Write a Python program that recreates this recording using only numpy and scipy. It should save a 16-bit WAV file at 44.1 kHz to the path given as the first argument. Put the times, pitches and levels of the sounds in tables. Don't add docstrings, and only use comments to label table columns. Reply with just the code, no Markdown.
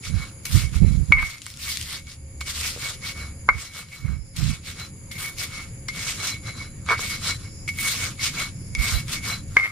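import sys
import numpy as np
from scipy import signal
from scipy.io import wavfile
from scipy.ndimage import uniform_filter1d

SR = 44100
rng = np.random.default_rng(int(sys.argv[2]) if len(sys.argv) > 2 else 0)


def to_wav(sig):
    pcm = np.clip(np.atleast_2d(sig), -1, 1) * 32767
    pcm = np.round(pcm).astype(np.int16)
    wavfile.write(sys.argv[1], SR, pcm.T)


def undo_db(level):
    steps = np.asarray(level, float) / 20
    return 10 ** steps


N = 428211

# f/Hz, level/dB per Hz
ROAD_SPECTRUM = [(12, -37), (20, 2.5), (54, -8), (97, 5), (280, -13), (357, -15), (544, -29), (947, -26),
                 (1080, -32.5), (1880, -40), (2060, -19), (2460, -62), (4000, -89.5), (5200, -68),
                 (8800, -120)]
# f/Hz, likeness/0..1
ROAD_LIKENESS = [(60, 0.93), (130, 0.97), (290, 0.86), (640, 0), (1400, 0)]
# t/s, level/dB
ROAD_LEVEL = [(0, -42), (1.2, -42.5), (1.7, -38), (2.4, -43), (3.6, -38.5), (4.4, -38.5), (5.4, -39.5),
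              (6.9, -37.5), (9.7, -34.5)]
# t middle/s, length/s, level/dB
ENGINE_SWELLS = [
    (.9, .5, -41),
    (1.8, 0.82, -30.5),
    (2.42, 0.54, -26.5),
    (3.3, 0.72, -33.5),
    (4.6, 0.61, -34.5),
    (6.2, 0.51, -50),
    (6.9, 0.41, -33.5),
    (7.5, 0.35, -51),
    (8.4, 1, -48),
    (9.1, 0.45, -42.5),
]
# f/Hz, width/Hz, level/dB
INSECT_BANDS = [
    (2275, 210, -87),
    (4850, 510, -65),
    (6930, 640, -54),
    (7550, 500, -67),
    (10300, 1000, -54.5),
]
# t middle/s, length/s, level/dB
NEAR_INSECT = [
    (4.25, .6, -52.5),
    (7.55, 0.77, -51.5),
    (8.65, 0.61, -55),
]

# t middle/s, length/s, grit level/dB, bare stone level/dB
EARLY_STROKES = [(.068, 0.079, -36, -6.5), (.21, 0.19, -44, 2.5), (.575, 0.18, -31, -6.5),
                 (.76, 0.075, -38.5, -3), (.89, 0.34, -49.5, -3), (1.27, 0.22, -32, -4),
                 (1.485, 0.17, -37.5, -10.5), (1.695, 0.2, -27, -9.5), (1.81, 0.3, -33, -20),
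                 (1.92, .14, -30.5, -2), (2.105, 0.1, -41.5, -8.5), (2.49, 0.076, -30, -9.5),
                 (2.64, 0.23, -28.5, -10), (2.865, 0.17, -32, -6), (3.075, .11, -33, -6.5),
                 (3.21, .16, -44, 4.5), (3.535, 0.077, -52, 51), (3.63, 0.16, -31.5, -4.5),
                 (3.78, 0.11, -30.5, -2), (3.95, 0.15, -39.5, -2), (4.09, 0.15, -46, 5.5),
                 (4.405, 0.089, -31.5, -3), (4.49, 0.17, -33.5, -4), (4.69, .1, -34.5, -8),
                 (4.815, 0.12, -36.5, -1)]
# t middle/s, length/s, grit level/dB, bare stone level/dB
LATE_STROKES = [(5.236, 0.15, -33.5, -3.5), (5.424, 0.09, -30.5, -7), (5.561, 0.21, -41.5, -0.5),
                (5.979, 0.09, -35, -4), (6.082, 0.17, -29, -8.5), (6.258, 0.17, -30, -4),
                (6.483, 0.088, -39.5, -0.5), (6.605, .15, -45, 3), (6.918, 0.069, -32, 12.5),
                (7.027, 0.1, -31.5, -3.5), (7.117, 0.15, -32.5, -7), (7.281, 0.13, -27.5, -4.5),
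                (7.425, 0.14, -50.5, 1), (7.882, 0.2, -28, -6.5), (8.03, 0.16, -28, -5.5),
                (8.252, 0.1, -26, -7), (8.403, .15, -31, -2), (8.848, 0.12, -30.5, -2),
                (8.923, 0.17, -30.5, -2.5), (9.132, 0.099, -29.5, -5), (9.299, 0.14, -31, -2),
                (9.685, 0.25, -35, 1.5)]
# t/s, grit level/dB
CRUNCHES = [
    (.452, -28),
    (1.121, -55),
    (2.407, -33),
    (4.363, -31),
    (5.113, -35.5),
    (5.883, -32),
    (7.681, -33),
    (9.571, -38),
]
# f/Hz, level/dB per Hz
GRIT_SPECTRUM = [(240, -52), (400, -18.5), (932, -21), (1230, -9), (1860, -11.5), (2170, -7), (2380, -2.5),
                 (3240, -13), (3900, -3), (5470, -7), (6990, -8.5), (14400, -9), (15800, -26)]
# f/Hz, likeness/0..1
GRIT_LIKENESS = [(400, .8), (1400, .75), (3100, .35), (6800, .1), (15000, 0)]
# f/Hz, level left re right/dB
GRIT_BALANCE = [(400, -1.2), (2400, -1), (4400, .5), (8000, 1.5), (15000, .5)]
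# t middle/s, length/s, level re grit/dB
DUST_SWELLS = [
    (.45, 0.39, -1),
    (1.6, 1.4, -6),
    (2.6, 0.93, -9.5),
    (3.9, 1.32, -6.5),
    (5.2, 0.58, -1),
    (7.05, 0.36, -9.5),
    (7.8, 0.33, -0.5),
    (8.9, 1.3, -6.5),
    (9.6, 0.79, -8),
]
# t middle/s, length/s, level re grit/dB
SQUEAL_SWELLS = [(.55, .3, -9), (1.3, .3, -9), (1.7, .4, -9), (2.6, .5, -9), (3.7, .5, -10), (4.5, .5, -9),
                 (5.3, .5, -8), (6.15, .5, -7), (7.15, .5, -8), (7.87, .2, -4), (8.03, .15, -5),
                 (8.33, .3, -4), (8.9, .3, -7), (9.2, .3, -7)]
# t middle/s, length/s, level re grit/dB
OVERTONE_SWELLS = [(.2, 0.35, -11), (.85, 0.24, -9), (3.22, 0.19, -8), (3.95, 1, -11.5), (4.81, 0.09, -4),
                   (6.3, 0.28, -9.5), (6.58, 0.33, -3), (7.3, 0.63, -9.5), (8.43, 0.15, -9.5),
                   (8.96, 0.11, -4.5), (9.35, 0.18, -6)]
# t middle/s, length/s, level/dB, lower-mode lean/dB
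EARLY_SONG = [(0.064, 0.075, -46, -4), (0.11, 0.054, -46, -3), (0.186, 0.065, -43, -3),
              (0.227, 0.057, -35, -2), (0.471, 0.042, -40, -6), (0.579, 0.061, -37, 1),
              (0.625, 0.083, -40, -5), (0.666, 0.054, -41, -3), (0.782, 0.082, -45, 5),
              (0.86, 0.084, -46, -1), (0.93, 0.082, -51, -5), (1.343, 0.095, -33, 5),
              (1.471, 0.041, -48, -3), (1.638, 0.051, -50, -3), (1.69, 0.058, -27, -4),
              (1.74, 0.058, -47, -5), (1.838, 0.058, -49, -3), (1.958, 0.11, -37.5, -4),
              (2.081, 0.051, -49, -5), (2.419, 0.031, -34, -3.5), (2.476, 0.061, -37, -6),
              (2.66, 0.061, -41, -18), (2.826, 0.071, -38, -7), (2.863, 0.054, -34, -13),
              (2.931, 0.048, -49, -1), (2.965, 0.054, -52, -2), (3.047, 0.051, -34, -3),
              (3.101, 0.048, -37, -3), (3.199, 0.18, -39.5, -5), (3.666, 0.085, -41, -6),
              (3.712, 0.075, -41, -6), (3.779, 0.13, -34, -1), (3.937, 0.087, -38, -2),
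              (4.055, 0.13, -38.5, -8), (4.143, 0.076, -43.5, -6), (4.378, 0.078, -45, 3),
              (4.516, 0.1, -38, -4), (4.681, 0.058, -41, -4), (4.717, 0.068, -46, -1),
              (4.803, 0.092, -40, -3), (5.122, 0.037, -42, 3.5), (5.17, 0.065, -36, 6),
              (5.256, 0.1, -31, -3), (5.398, 0.054, -42, -2), (5.43, 0.068, -35, 1), (5.569, 0.14, -36, 2)]
# t middle/s, length/s, level/dB, lower-mode lean/dB
LATE_SONG = [(5.899, 0.031, -36, 7), (5.988, 0.146, -34, -2), (6.084, 0.047, -31, -7),
             (6.152, 0.071, -45, -4), (6.208, 0.054, -36, -3), (6.24, 0.048, -41, -4),
             (6.282, 0.095, -35, -6), (6.336, 0.09, -35.5, -4), (6.49, 0.109, -38, 2),
             (6.613, 0.046, -33.5, -3), (6.667, 0.049, -45, -5), (7.04, 0.085, -32, -1),
             (7.112, 0.13, -31.5, -1), (7.27, 0.051, -38, -3), (7.313, 0.049, -29, -3),
             (7.46, 0.063, -47.5, -3), (7.796, 0.059, -32, -6), (7.86, 0.1, -25.5, -3),
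             (7.977, 0.092, -40, -3), (8.038, 0.088, -30, -2), (8.222, 0.075, -33, -5),
             (8.287, 0.092, -37, 2), (8.39, 0.059, -29, -4), (8.43, 0.092, -32.5, -1), (8.85, 0.15, -27, 2),
             (8.984, 0.078, -34.5, -3), (9.171, 0.066, -34, 1), (9.253, 0.078, -32.5, 0),
             (9.316, 0.082, -30, -4)]
# t middle/s, length/s, level/dB, lower-mode lean/dB
SKID_SONG = [(1.187, 0.046, -13, 6), (1.215, .05, -17, 5), (1.255, 0.065, -23, 4), (1.29, .06, -31, 2),
             (3.545, .04, -28, 0), (3.583, .05, -30, 3), (6.875, 0.026, -37, -1), (6.9, .02, -18, -10),
             (6.913, 0.016, -19, -8), (6.945, .05, -27, -5), (6.975, .05, -33, -6), (8.804, 0.055, -32, -4),
             (9.587, .02, -17, 10), (9.598, .02, -13, 14), (9.61, .02, -19, 16), (9.62, .02, -16, 18),
             (9.636, .035, -11, 24), (9.654, .025, -11, 24), (9.674, .03, -20, 16), (9.7, .025, -26, 10)]
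# t middle/s, length/s, level/dB
GRATE_SWELLS = [
    (1.14, .03, -50),
    (1.17, .03, -50),
    (6.872, .035, -43),
    (6.891, .02, -33),
    (6.92, 0.051, -35),
    (6.985, .04, -42),
    (9.576, .025, -42),
    (9.608, .02, -46),
]

# f/Hz, level/dB, t60/s
BOWL_MODES = [
    (2130, 0, .15),
    (2230, 0, .115),
    (4035, -26, .085),
    (4560, -24, .07),
]
BOWL_LEADS = [-1.6, .6, .6, 1.2]
# f/Hz, level/dB, t60/s
THUD_MODES = [
    (415, -32.5, 0.046),
    (1028, 1.5, 0.02),
    (1232, 3.5, 0.019),
    (1530, 2.5, 0.018),
    (1750, -33.5, .025),
]
# t/s, crack peak/dB, thud level/dB, ring level/dB, lower-mode lean/dB
TAPS = [(.0373, -44, -58, -35, -20), (1.2274, -30, -10, -9, -4), (1.4653, -8, -25, -29, -13),
        (2.0697, -24, -65, -34, -18), (2.412, -16.5, -22, -20.5, -16), (3.4954, -42, -7, -22, 2),
        (3.9264, -45, -43, -28, -7), (5.1128, -34, -39, -46.5, 15), (5.3847, -14, -47, -41, 3),
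        (5.886, -13, -26.5, -39, 18.5), (6.2297, -17, -48, -47, -7), (6.8628, -23, -33, -36, -13),
        (6.992, -27, -21.5, -46, -15), (7.678, -23.5, -34, -19, -20), (7.6885, -26, -36, -13, -11),
        (7.7872, -15, -40, -20, -14), (8.1938, -43, -43, -29, 3), (8.7504, -9.5, -35, -17.5, -12),
        (9.082, -20, -45, -35, -6), (9.5655, -50, -20, -26, 8)]
# t/s, thud level/dB, ring level/dB
JUDDER = [
    (6.8877, -12, -16),
    (6.8967, -26, -34),
    (6.9052, -8.5, -32),
    (6.9164, -8, -18),
    (6.9213, -14, -15),
    (6.9275, -8.5, -35),
    (6.935, -18, -36),
    (6.942, -26, -27),
]
# t/s, peak level/dB
SNAPS = [(0.4552, -11), (1.222, -19), (1.375, -26), (1.3828, -20), (1.4184, -11), (1.4233, -18),
         (1.459, -15), (1.502, -16), (1.5395, -18), (1.5645, -22), (1.5727, -15), (1.7719, -2),
         (1.8132, -9), (1.827, -13), (4.368, -13)]

# t middle/s, length/s, level/dB, deep re shallow/dB
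PUFFS = [(.09, 0.039, -21.5, 5), (.16, 0.11, -11.5, -0.5), (.552, 0.065, -10.5, -10),
         (.645, 0.095, -16.5, 0.5), (.76, 0.083, -17, 2), (.845, 0.073, -4, 0.5), (.918, 0.14, -11.5, -1.5),
         (1.0, 0.09, -14, -0.5), (1.108, 0.036, -9, 7), (1.19, 0.13, -12, 11), (3.56, 0.095, -17.5, 8),
         (4.05, 0.037, -15, -17), (4.12, 0.15, -13.5, 3), (4.21, 0.081, -28.5, 4), (4.405, 0.076, -13, -2),
         (4.49, 0.09, -14.5, -12), (8.79, 0.11, -18.5, 3.5), (8.955, 0.048, -16.5, 24)]

# t/s, thud level/dB, ring level/dB, lower-mode lean/dB, t60/s
BLOWS = [
    (1.1221, -11, -2, -6, 0.18),
    (3.4884, -1.5, -10.5, 6, 0.11),
    (9.5684, -13, -10, 10, 0.07),
]
BLOW_LAGS = [1.7, 3.76, 1.6]
# t start/s, t end/s, level/dB
SKIDS = [
    (1.141, 1.238, -56),
    (1.238, 1.359, -74),
    (3.505, 3.588, -61),
    (9.568, 9.666, -54.5),
    (9.665, 9.707, -63),
]
# t/s, level/dB
ROCKS = [
    (2.763, -25),
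    (2.7753, -29),
    (3.545, -31),
    (6.994, -27),
]

# f/Hz, level/dB
FAINT_EDGE = [(3000, -98.5), (6000, -84.5), (9000, -86.5), (11400, -88), (11550, -76), (13500, -85),
              (15300, -89), (15800, -66)]


def rms_one(x):
    return x / np.sqrt(np.mean(x ** 2) + 1e-20)


def in_time(rows):
    s, *columns = np.transpose(rows)
    return [np.interp(np.arange(N) / SR, s, c) for c in columns]


def at_hz(points, hz):
    f, value = np.transpose(points)
    return np.interp(np.log(hz), np.log(f), value)


def swells(rows, rest_db, rise=0.43, roundness=1.4):
    t = np.arange(0, N + 64, 64) / SR
    s, length, level_db, *columns = np.transpose(rows)[:, :, None]
    away = np.where(t < s, (s - t) / rise, (t - s) / (1 - rise)) / np.maximum(length, .02)
    power = undo_db(2 * np.maximum(level_db - 12 * away ** roundness, -200))
    total = power.sum(0)
    curves = [10 * np.log10(total + undo_db(2 * rest_db))]
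    curves += [(power * c).sum(0) / total for c in columns]
    return [np.interp(np.arange(N) / SR, t, c) for c in curves]


def drift(rate):
    r = np.exp(-80 * np.pi * rate / SR)
    slow = signal.lfilter([1], [1, -2 * r, r * r], rng.standard_normal(N // 40 + 2002))[2000:]
    return np.interp(np.arange(N) / 40, np.arange(len(slow)), rms_one(slow))


def band(x, low_hz, high_hz):
    return signal.sosfilt(signal.butter(2, [low_hz, high_hz], "band", fs=SR, output="sos"), x)


def soft(force, cut_hz):
    return signal.sosfilt(signal.butter(2, cut_hz, fs=SR, output="sos"), force)


def ring(force, hz, t60, phase=0.):
    r, w = undo_db(-60 / (t60 * SR)), 2 * np.pi * hz / SR
    return signal.lfilter([np.sin(phase), r * np.sin(w - phase)], [1, -2 * r * np.cos(w), r * r], force + 1e-18)


def grains(per_s, spread_db):
    size = undo_db(spread_db * np.minimum(rng.exponential(1, N), 5)) * (rng.random(N) < per_s / SR)
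    return rms_one(size * rng.standard_normal((2, N)))


def coloured(pair, edges, gain_db, likeness, patchy_db):
    out = 0
    for k, (low, high) in enumerate(zip(edges, edges[1:])):
        hz = np.sqrt(low * high)
        mid, side = band(pair, low, high) * (-1) ** k
        alike = np.clip(at_hz(likeness, hz), 0, 1)
        gain = undo_db(gain_db(hz)) * undo_db(patchy_db * drift(14.5))
        out = out + gain * (np.sqrt(1 + alike) * mid + np.sqrt(1 - alike) * side * [[1], [-1]])
    return out


def street():
    drone_db, road_db = swells(ENGINE_SWELLS, -58.5)[0], in_time(ROAD_LEVEL)[0]
    white = rng.standard_normal((2, N))
    road_gain = lambda hz: at_hz(ROAD_SPECTRUM, hz)
    low = coloured(white, np.geomspace(20, 320, 9), road_gain, ROAD_LIKENESS, patchy_db=2.0)
    high = coloured(white, np.geomspace(320, 4000, 7), road_gain, ROAD_LIKENESS, patchy_db=1.5)
    drone = rms_one(ring(rng.standard_normal(N), hz=72, t60=.7))
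    hum = rms_one(ring(rng.standard_normal(N), hz=538, t60=0.24))
    road = undo_db(road_db) * rms_one(low) + undo_db(-55.5) * rms_one(high)
    return road + undo_db(drone_db - 6.0) * drone + undo_db(-62.5) * hum


def insects():
    out = undo_db(-58.5) * band(rng.standard_normal((2, N)), 900, 15540)
    for hz, width_hz, level_db in INSECT_BANDS:
        chorus = band(rng.standard_normal((2, N)), hz - width_hz / 2, hz + width_hz / 2)
        out += undo_db(level_db + 3 + 1.2 * drift(60) + .7 * drift(3)) * rms_one(chorus)
    near = rms_one(band(rng.standard_normal((2, N)), 4900, 5470))
    return out + undo_db(swells(NEAR_INSECT, -84.0)[0]) * near


def song(rub):
    freedom, even_s = 1.5, .014
    level_db, lean_db = swells(EARLY_SONG + LATE_SONG + SKID_SONG, rest_db=-63, rise=.45, roundness=1.6)
    lower_db = lean_db - 4.5
    out = 0
    for k, share_db in enumerate([lower_db, 0]):
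        hz, _, t60 = BOWL_MODES[k]
        ports = [ring(rub[k], hz, t60 * freedom, side * BOWL_LEADS[k] / 2) for side in (1, -1)]
        mode = rms_one(np.array(ports))
        mode = mode / np.sqrt(uniform_filter1d((mode ** 2).mean(0), round(even_s * SR)) + .01)
        out = out + undo_db(share_db) * mode
    return out * undo_db(level_db) / np.sqrt(1 + undo_db(2 * lower_db))


def grinding():
    stroke_db, bare_db = swells(EARLY_STROKES + LATE_STROKES, rest_db=-69, rise=0.49, roundness=1.84)
    crunch = np.zeros(N)
    crunch[[round(s * SR) for s, db in CRUNCHES]] = undo_db(np.array(CRUNCHES)[:, 1])
    crunch = signal.lfilter([1], [1, -undo_db(-485.5 / SR)], crunch + 1e-9)
    grit_db = 10 * np.log10(undo_db(2 * stroke_db) + crunch ** 2)
    crunch_bare_db = -11
    bare_db = crunch_bare_db + (bare_db - crunch_bare_db) * undo_db(2 * (stroke_db - grit_db))
    rub_db = bare_db - 5
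    dust_db = swells(DUST_SWELLS, rest_db=-8.5)[0]

    sides = np.array([[1], [-1]])
    level_db = lambda hz: at_hz(GRIT_SPECTRUM, hz) + at_hz(GRIT_BALANCE, hz) / 2 * sides
    cracks = grains(12000 * undo_db(3 * drift(40)), spread_db=-0.5)
    coarse = coloured(cracks, np.geomspace(1800, 8300, 8), level_db, GRIT_LIKENESS, patchy_db=2.2)
    dust = coloured(cracks, np.geomspace(8300, 16000, 5), level_db, GRIT_LIKENESS, patchy_db=1.2)
    rub = grains(4000 * undo_db(3 * drift(20)), spread_db=1.0)
    dull = coloured(rub, np.geomspace(350, 1800, 7), level_db, GRIT_LIKENESS, patchy_db=1.2)

    singing = song(rub) * undo_db(.8 * drift(14))
    grate = undo_db(swells(GRATE_SWELLS, -95)[0]) * rms_one(band(rub + rub[0], 3300, 4900))
    overtone_db = grit_db + swells(OVERTONE_SWELLS, rest_db=-29.5)[0] - 21.5
    overtone_hz, _, overtone_t60 = BOWL_MODES[2]
    overtone = ring(undo_db(overtone_db) * (rub + 1.45 * rub[0]), overtone_hz, overtone_t60)
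    squeal = undo_db(swells(SQUEAL_SWELLS, -20)[0]) * rms_one(band(cracks + cracks[0], 5800, 7200))
    crackle = band(cracks[0] ** 3, 1500, 7500)
    crackle = undo_db(-9) * rms_one(np.array([crackle, np.roll(crackle, shift=2)]))
    grit = rms_one(coarse) + squeal + crackle - undo_db(dust_db) * rms_one(dust) + undo_db(rub_db) * rms_one(dull)
    return undo_db(grit_db + 1.2) * grit + singing + grate + overtone


def crack(clicks, t60):
    noise = rng.standard_normal((2, N))
    burst = signal.lfilter([1], [1, -undo_db(-60 / (t60 * SR))], clicks + 1e-18)
    snap = burst * (0.62 * noise[0] + 0.48 * noise) + 0.73 * clicks
    return band(snap, 2300, 8470) + undo_db(-8) * band(snap, 9900, 10000)


def thud(force, share=1):
    out = 0
    for k, (hz, level_db, t60) in enumerate(THUD_MODES):
        out = out + undo_db(level_db) * ring(force, hz, t60 * share) * (-1) ** k
    return out


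def bowl(force, lean_db=0, free_t60=None, upper_lag=1.7):
    out = 0
    for k, ((hz, level_db, t60), lead) in enumerate(zip(BOWL_MODES, BOWL_LEADS)):
        push = force[k % 2] * undo_db(level_db + (lean_db if k == 0 else 0))
        t60 = free_t60 if free_t60 and k < 2 else t60
        lag = upper_lag * (k == 1)
        out = out + np.array([ring(push, hz, t60, lead / 2 - lag), ring(push, hz, t60, -lead / 2 - lag)])
    return out


def knocks():
    # t/s, crack/dB, thud/dB, ring/dB, lower-mode lean/dB
    judder = [(s, -27, thud_db, ring_db, -21) for s, thud_db, ring_db in JUDDER]
    snaps = [(s, db, db - 43, db - 55, -5) for s, db in SNAPS]
    s, crack_db, thud_db, ring_db, lean_db = np.transpose(TAPS + judder + snaps)
    at = np.round(s * SR).astype(int)
    clicks, push, strike, lean = np.zeros((2, N)), np.zeros((2, N)), np.zeros((2, N)), np.zeros(N)
    clicks[:, at] = undo_db(crack_db - 1.5)
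    push[:, at] = undo_db(thud_db - 8.0)
    strike[:, at], lean[at] = undo_db(ring_db - 4.0), lean_db
    return crack(clicks, t60=.007) + thud(push) + bowl(strike, lean)


def puffs():
    level_db, deep_db = swells(PUFFS, -58, rise=0.5, roundness=1.61)
    deep = rms_one(band(rng.standard_normal(N), 35, 75))
    shallow = rms_one(band(band(rng.standard_normal(N), 70, 153.7), 30, 220))
    air = undo_db(deep_db / 2) * deep + undo_db(-deep_db / 2) * shallow
    right = undo_db(level_db - 4.5 + 3.65 * drift(25)) * air
    left = undo_db(level_db - 32.5) * rms_one(band(rng.standard_normal(N), 25, 140))
    return np.array([left, right])


def blows():
    crush_ahead_s = .005
    top_hz, _, top_t60 = BOWL_MODES[3]
    out, clicks, crush = np.zeros((2, N)), np.zeros((2, N)), np.zeros(N)
    for (s, thud_db, ring_db, lean_db, t60), lag in zip(BLOWS, BLOW_LAGS):
        at = round(s * SR)
        hit = np.zeros((2, min(SR, N - at)))
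        hit[:, 0] = 1
        clicks[:, at] = undo_db(-32.5)
        crush[round((s - crush_ahead_s) * SR)] = undo_db(-29.5)
        blow = undo_db(thud_db) * thud(hit, share=.55)
        blow += undo_db(ring_db) * bowl(soft(hit, cut_hz=3230), lean_db, t60, lag)
        blow += undo_db(-40) * ring(hit, top_hz, top_t60)
        blow += undo_db(lean_db - 15) * ring(hit, hz=1640, t60=0.014)
        out[:, at:at + SR] += blow
    slips, force = grains(5000, spread_db=2.0), np.zeros(N)
    for start, end, level_db in SKIDS:
        span = slice(round(start * SR), round(end * SR))
        force[span] = undo_db(level_db) * slips[0, span]
    skid = thud(force + crush)
    return out + crack(clicks, t60=0.0033) + skid


def rocking():
    bumps = np.zeros(N)
    bumps[[round(s * SR) for s, db in ROCKS]] = -undo_db(np.array(ROCKS)[:, 1])
    return ring(bumps, hz=473, t60=0.012)


def room(x):
    t = np.arange(int(.3 * SR)) / SR
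    tail = rng.standard_normal((2, len(t))) * undo_db(-60 * t / 0.054) * (t > .004)
    return signal.fftconvolve(x, band(tail, 260, 7100), axes=1)[:, :N] * undo_db(-27.0)


def scene():
    mortar = grinding() + knocks() + blows() + rocking()
    return mortar + room(mortar) + street() + insects() + puffs()


def drop_faint(x):
    hz, _, z = signal.stft(x, SR, nperseg=2048)
    centre = hz[4:1024:8, None]
    power = (np.abs(z[:, :1024]) ** 2).reshape(2, 128, 8, -1).mean(axis=2)
    block_db = 10 * np.log10(power + 1e-20)
    busy_db = np.maximum(block_db[:, 20:60].mean(axis=1, keepdims=True) + 79.0, 0)
    chance = uniform_filter1d(rng.standard_normal(block_db.shape), size=3, axis=2)
    edge_db = at_hz(FAINT_EDGE, centre) + 0.88 * busy_db * (centre > 11400) + 7.9 * chance
    z[:, :1024] *= np.repeat((block_db > edge_db) | (centre < 3000), 8, axis=1)
    return signal.istft(z, SR, nperseg=2048)[1][:, :N]


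def band_limit(x):
    return signal.sosfilt(signal.butter(12, 16450, fs=SR, output="sos"), x)


def record(dry):
    limit_db, release_db_s, attack_s = -6.5, 5, 0.033
    t = np.arange(N) / SR
    peak_db = 20 * np.log10(np.abs(band(dry, 360, 9000)).max(axis=0) + 1e-6)
    held_db = np.maximum.accumulate(peak_db + release_db_s * t) - release_db_s * t
    r = np.exp(-1 / (attack_s * SR))
    duck_db = signal.lfilter([1 - r], [1, -r], np.maximum(held_db - limit_db, 0))
    ducked = dry * undo_db(-1.05 * duck_db)
    rounded = ducked / (1 + ducked ** 10) ** .1
    return band_limit(drop_faint(rounded))


dry = scene()
out = record(dry)
to_wav(out)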